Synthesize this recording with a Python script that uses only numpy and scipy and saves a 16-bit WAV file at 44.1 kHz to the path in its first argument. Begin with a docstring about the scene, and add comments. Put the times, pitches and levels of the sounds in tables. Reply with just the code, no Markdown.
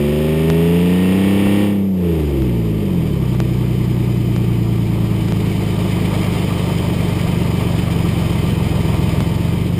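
"""A six-cylinder pickup pulls hard with a rasp, heard from under its bed beside the tailpipe.
It lifts off at 1.7 s, burbles down through the revs and rolls on at a throbbing near-idle.
Engine orders slide through the pipe's resonances, gas puffs out in pulses, and spits ring thin metal.
Tyres roar and fling grit over a low rumble, with faint whines, three low thumps and scattered ticks."""
import sys
import numpy as np
from scipy import signal
from scipy.fft import rfft, irfft, next_fast_len
from scipy.io import wavfile
from scipy.ndimage import map_coordinates

SR = 44100
rng = np.random.default_rng(int(sys.argv[2]) if len(sys.argv) > 2 else 0)


def dump(signal):
    """Clip the signal to [-1, 1] and save it as 16-bit WAV at the path in sys.argv[1]."""
    limited = np.clip(np.atleast_2d(signal).T, -1, 1)
    pcm = np.round(limited * 32767).astype(np.int16)
    wavfile.write(sys.argv[1], SR, pcm)


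N = 431738
TIME = np.arange(N) / SR


def amp(db):
    """Decibels to gain."""
    return 10 ** (np.asarray(db) / 20)


def unit_rms(x):
    """Scales to rms 1."""
    return x / np.sqrt(np.mean(abs(x) ** 2) + 1e-20)


def curve(rows, t=TIME):
    """Piecewise-linear function of time."""
    return np.interp(t, *np.transpose(rows))


def coloured(x, spectrum, peaks=()):
    """Filters x by a spectrum and resonant peaks; rms 1."""
    size = next_fast_len(N)
    hz = np.fft.rfftfreq(size, 1 / SR)
    knot_hz, knot_db = np.transpose(spectrum)
    shape_db = np.interp(np.log(hz + 1), np.log(knot_hz), knot_db)
    for centre_hz, width_hz, peak_db in peaks:
        shape_db += peak_db / (1 + (2 * (hz - centre_hz) / width_hz) ** 2)
    return unit_rms(irfft(rfft(x, size) * amp(shape_db), size)[:N])


def wander(rate_hz, t=TIME):
    """Random drift, rate_hz new values a second; rms 1."""
    return unit_rms(np.interp(t * rate_hz, np.arange(8192), rng.standard_normal(8192)))


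# Road noise contour: (time [s], relative level [dB])
ROAD_LEVEL = [(0, -41.5), (1.9, -49), (2.2, -40), (2.6, -42.5), (3.3, -39), (4.8, -38.5), (6.2, -31.5),
              (7.1, -32.5), (9.1, -32.5), (9.78, -37)]


def road_gain(top_db, follow=1):
    """Gain that swells with the road noise up to top_db; follow scales the swing."""
    level_db = curve(ROAD_LEVEL)
    return amp(top_db + follow * (level_db - level_db.max()))


# Low thumps: (time [s], level [dB])
LOW_THUMPS = [(2.42, -21), (7.265, -22), (9.2, -28)]
# Low rumble and thumps: (frequency [Hz], relative density [dB])
LOW_SPECTRUM = [(5, -10), (25, -2), (50, 0), (100, -6), (200, -22), (600, -50), (2000, -80)]


def low_rumble(steady_db=-38, thump_s=.018):
    """A low rumble that follows the road noise, plus three short low thumps."""
    thumps = sum(amp(db) * np.exp(-((TIME - at_s) / thump_s) ** 2) for at_s, db in LOW_THUMPS)
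    return (road_gain(steady_db, follow=.32) + thumps) * coloured(rng.standard_normal(N), LOW_SPECTRUM)


# Whines: (frequency [Hz], level at loudest road noise [dB])
WHINE_TONES = [(893, -47), (1180, -49), (3078, -50), (4960, -55)]


def whines(waver_hz=7, shimmer_db=3):
    """Thin, wavering tones swell with the road noise."""
    tones = 0
    for hz, db in WHINE_TONES:
        gain = amp(db + shimmer_db * wander(25))
        phase = 2 * np.pi * np.cumsum(hz + waver_hz * wander(30)) / SR
        tones += gain * np.cos(phase)
    return road_gain(0) * np.sqrt(2) * tones


# Ticks and one soft bump: (time [s], jump [dB], edge [s])
TICKS = [(.5015, -2, .00002), (1.47, -2, .0002), (2.4215, -13, .00003), (3.3498, -17, .00003),
         (3.403, -4.5, .00002), (4.3635, -9, .00002), (5.285, -12.5, .00003), (5.323, -8, .00002),
         (9.2055, -6.5, .00002)]


def ticks(settle_s=.0017, half_samples=500):
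    """Sudden jumps in the wave settle without ringing."""
    out, t = np.zeros(N), np.arange(-half_samples, half_samples) / SR
    for at_s, db, edge_s in TICKS:
        start = round(at_s * SR) - half_samples
        out[start:start + len(t)] -= amp(db) / 2 * np.tanh(t / edge_s) * np.exp(-abs(t) / settle_s)
    return out


# Tyre roar, rumble and hiss: (frequency [Hz], relative density [dB])
ROAR_SPECTRUM = [(100, -57), (400, -9), (640, 4.5), (810, -3), (900, 2), (1100, -1.5), (1190, 0),
                 (1450, -13), (2000, -13), (4000, -62)]
RUMBLE_SPECTRUM = [(30, -32), (75, -26), (170, 2.5), (240, -5), (330, -4), (420, -0.5), (520, -8.5),
                   (800, -16.5), (1500, -39), (4000, -66)]
HISS_SPECTRUM = [(600, -30), (1500, -13), (2000, -5), (3400, -8), (4300, -13.5), (5300, -15), (6000, -24)]
# Underbody resonances: (frequency [Hz], width [Hz], boost [dB])
UNDERBODY_CAVITIES = [(2280, 350, 4), (2505, 45, 4), (3075, 170, 8), (3670, 100, 3), (4950, 350, 7)]
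# Bounces between road and underbody: (delay [s], gain [dB])
UNDERBODY_ECHOES = [(.0043, -13), (.0097, -12), (.0161, -12), (.0233, -13)]


def tyres(cycles, patchy_db=1.5, flicker_db=1.19, throb=.026, grit_per_s=700, grit_spread_db=3):
    """Tread roars and rumbles on asphalt and flings grit; the hiss throbs slightly with the engine."""
    roar = coloured(rng.standard_normal(N) * amp(patchy_db * wander(70)), ROAR_SPECTRUM)
    rumble = coloured(rng.standard_normal(N), RUMBLE_SPECTRUM)
    grains = amp(grit_spread_db * np.minimum(rng.exponential(1, N), 5)) * rng.choice([-1, 1], N)
    grit = unit_rms(grains * (rng.random(N) < grit_per_s / SR))
    swell = amp(flicker_db * wander(120)) * (1 + throb * bank_beat(cycles))
    hiss = coloured((rng.standard_normal(N) + .24 * grit) * swell, HISS_SPECTRUM, UNDERBODY_CAVITIES)
    echoes = sum(amp(db) * np.roll(hiss, round(delay_s * SR)) for delay_s, db in UNDERBODY_ECHOES)
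    hiss = unit_rms(hiss + echoes)
    return road_gain(-32, follow=1.06) * roar + road_gain(-26, follow=.95) * rumble + road_gain(-32) * hiss


# Engine speed: (time [s], speed [rpm])
ENGINE_SPEED = [(0, 2880), (.6, 3327), (1.25, 3887), (1.65, 4070), (1.88, 3862), (2.52, 2337), (2.78, 2093),
                (3.12, 1395), (3.28, 1239), (3.7, 1232), (5, 1125), (5.7, 1050), (6.9, 984.6), (7.8, 949),
                (8.8, 860), (9.15, 848.6), (9.48, 950), (9.78, 992)]
PULL_RPM, IDLE_RPM = 3500, 1000
LIFT_S, SHUT_S, LULL_S, OVERRUN_S = 1.63, 2.18, 1.92, 2.064


def engine_gain(pull_db, shut_db, pull_db_per_oct, shut_db_per_oct, lull_db, t=TIME):
    """Level rises with revs; the throttle closes from LIFT_S to SHUT_S, with a lull until the overrun."""
    rpm = curve(ENGINE_SPEED, t)
    throttle = np.interp(t, [LIFT_S, SHUT_S], [1, 0])
    lull = np.interp(t, [LIFT_S, LULL_S, OVERRUN_S], [0, 1, 0])
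    open_db = pull_db + pull_db_per_oct * np.log2(rpm / PULL_RPM)
    closed_db = shut_db + shut_db_per_oct * np.log2(rpm / IDLE_RPM)
    return amp(throttle * open_db + (1 - throttle) * closed_db + lull * lull_db)


def bank_beat(cycles):
    """One cylinder bank pulses three times per four-stroke cycle."""
    return np.cos(6 * np.pi * cycles)


# Outrushing gas: (frequency [Hz], relative density [dB])
PUFF_SPECTRUM = [(30, -35), (70, -8), (170, -8), (240, 0), (330, -9), (420, -1.5), (520, -15), (800, -22),
                 (1500, -38), (4000, -58)]


def puffs(cycles, depth=.17):
    """Turbulent gas leaves the pipe in time with one bank's pulses."""
    gas = rng.standard_normal(N) * (1 + depth * bank_beat(cycles))
    gain = engine_gain(pull_db=-31, shut_db=-37.5, pull_db_per_oct=21, shut_db_per_oct=5.5, lull_db=-10)
    return gain * coloured(gas, PUFF_SPECTRUM)


# Rasp under load: (frequency [Hz], relative density [dB])
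RASP_SPECTRUM = [(500, -24), (850, 4), (1200, 0.5), (1620, -6.5), (1820, 0), (2400, 3), (3000, 4.5),
                 (3600, -2), (4200, -12.5), (5000, -7.5), (6000, -23.5)]
# Spits: (position [cycles], relative level [dB])
RASP_SPITS = [(.07, -5), (.27, -4), (.43, -6), (.6, -3), (.75, -5), (.93, -2)]
# Thin metal: (frequency [Hz], width [Hz], boost [dB])
METAL_RINGS = [(1850, 70, 8), (2243, 50, 5), (2377, 50, 4), (2708, 50, 5)]


def rasp(cycles, floor=.19, decay_cycles=.12, buzz_points=1100):
    """Spits of hiss ring thin metal; most of the noise repeats each cycle as a buzz."""
    position = cycles % 1
    gate = floor + sum(amp(db) * np.exp(-((position - at) % 1) / decay_cycles) for at, db in RASP_SPITS)
    pattern = rng.standard_normal(buzz_points)
    buzz = unit_rms(map_coordinates(pattern, [position * buzz_points], order=3, mode="grid-wrap"))
    gas = .8 * buzz + .6 * rng.standard_normal(N)
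    gain = engine_gain(pull_db=-27.5, shut_db=-54, pull_db_per_oct=11, shut_db_per_oct=9.5, lull_db=-18.5)
    return gain * coloured(gate * gas, RASP_SPECTRUM, METAL_RINGS)


# Muffler and tailpipe resonances: (frequency [Hz], width [Hz], gain [dB])
PIPE_MODES = [(66, 22.4, 4.5), (118.73, 20.2, 9), (167.1, 23.6, 9), (191.7, 37.3, 4.5), (326.4, 34.7, -4),
              (425, 36, -12), (534, 35, -21), (661, 73, -35.5), (850, 84, -38), (1170, 71, -45)]


def pipe(hz):
    """Complex response of the exhaust; neighbouring standing waves alternate in sign."""
    return sum((-1) ** i * amp(db) / (1 + 1j * (hz ** 2 - mode_hz ** 2) / (hz * width_hz))
               for i, (mode_hz, width_hz, db) in enumerate(PIPE_MODES))


def growl(order, t, boost_db=9, centre_order=15.5, width_orders=1.7, hold_s=.32, fade_s=.17):
    """Gain of a cluster of orders that flares as the overrun catches and falls in pitch with the revs."""
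    release_s = OVERRUN_S + hold_s
    flare = np.interp(t, [LULL_S, OVERRUN_S, release_s, release_s + fade_s], [0, 1, 1, 0])
    return amp(boost_db * flare * np.exp(-((order - centre_order) / width_orders) ** 2))


def order_phase(order, smear=.042):
    """Bank orders line up into a thump; low sidebands shift its timing, high ones spread into a chug."""
    if order % 3 == 0:
        return .35 * rng.standard_normal()
    if order < 24:
        return np.pi * (order % 3 == 2) + 1.2 * rng.standard_normal()
    return -np.pi * smear * order ** 2 + .5 * rng.standard_normal()


# Bank harmonics 1-8 ahead of the pipe: (level pulling at PULL_RPM [dB], level shut at IDLE_RPM [dB])
BANK_HARMONICS = [(-25, -30), (-17, -28.5), (-10.5, -30.5), (-18.5, -24.5), (-3.5, -28.8), (-14.5, -28.5),
                  (-1.5, -26.5), (1.5, -33)]


def order_gain(order, t, top_db_per_oct=-11, lope_db_per_oct=13):
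    """Every third order is a bank harmonic; unequal cylinders fill in the rest as lope."""
    harmonic = min(order / 3, len(BANK_HARMONICS))
    rolloff_db = top_db_per_oct * np.log2(order / 3 / harmonic)
    if order == 6:  # only the firing tone outlasts the lull
        return engine_gain(*BANK_HARMONICS[1], pull_db_per_oct=18.5, shut_db_per_oct=3.5, lull_db=2, t=t)
    if order % 3 == 0:
        pull_db, shut_db = BANK_HARMONICS[int(harmonic) - 1]
        return engine_gain(pull_db + rolloff_db, shut_db,
                           pull_db_per_oct=6, shut_db_per_oct=5.5, lull_db=-7, t=t)
    tilt_db = lope_db_per_oct * np.log2(harmonic / len(BANK_HARMONICS))
    lower_sideband_db = 4 * (order % 3 == 2)
    chug_db = 4.5 * np.exp(-((order - 34.2) / 3.2) ** 2)  # one cylinder chugs with the throttle shut
    return amp(tilt_db) * engine_gain(pull_db=-8.5 + rolloff_db, shut_db=-34 + lower_sideband_db + chug_db,
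                                      pull_db_per_oct=25, shut_db_per_oct=10, lull_db=-5, t=t)


def exhaust(cycles, orders=50, flutter_pull=.02, flutter_shut=.055, lug_db_per_oct=11.5, decimation=12):
    """Orders (harmonics of the four-stroke cycle) slide through the pipe's resonances."""
    t, cycles = TIME[::decimation], cycles[::decimation]
    rpm = curve(ENGINE_SPEED, t)
    flutter = np.interp(t, [LIFT_S, SHUT_S], [flutter_pull, flutter_shut])
    grid_hz = np.arange(2000)
    response = pipe(grid_hz + 1e-3)
    out = 0
    for order in range(1, orders + 1):
        hz = order * rpm / 120
        # no two burns are alike, which blurs the high orders most
        blur = flutter * (hz / 300 + .4) * (wander(22, t) + 1j * wander(22, t))
        tone = (1 + blur) * np.exp(1j * (2 * np.pi * order * cycles + order_phase(order)))
        out += (order_gain(order, t) * growl(order, t) * np.interp(hz, grid_hz, response) * tone).real
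    lug = amp(lug_db_per_oct * np.maximum(np.log2(IDLE_RPM / rpm), 0))  # lugs louder below idle
    return signal.resample_poly(lug * out, decimation, 1, window=("kaiser", 9))[:N]


def scene():
    """Everything reaches one microphone; both channels are alike."""
    cycles = np.cumsum(curve(ENGINE_SPEED) / 120) / SR  # two crank turns per cycle
    mono = exhaust(cycles) + puffs(cycles) + rasp(cycles) + tyres(cycles) + whines() + low_rumble()
    return np.array([mono, mono])


def record(dry, self_noise_db=-56, droop=.2, cutoff_hz=15350):
    """The camera's 12 kHz sample-and-hold mirrors the sound into a fizzy treble; ticks and hiss join it."""
    coarse = signal.resample_poly(dry, 40, 147, axis=1)
    held = signal.resample_poly(np.repeat(coarse, 4, axis=1), 147, 160, axis=1)
    softened = signal.lfilter([1 - droop, droop], 1, held)
    heard = softened[:, :N] + ticks() + amp(self_noise_db) * rng.standard_normal(N)
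    lowpass = signal.firwin(1023, cutoff_hz, window=("kaiser", 9), fs=SR)
    return signal.oaconvolve(heard, lowpass[None], "same")


dry = scene()
out = record(dry)
dump(out)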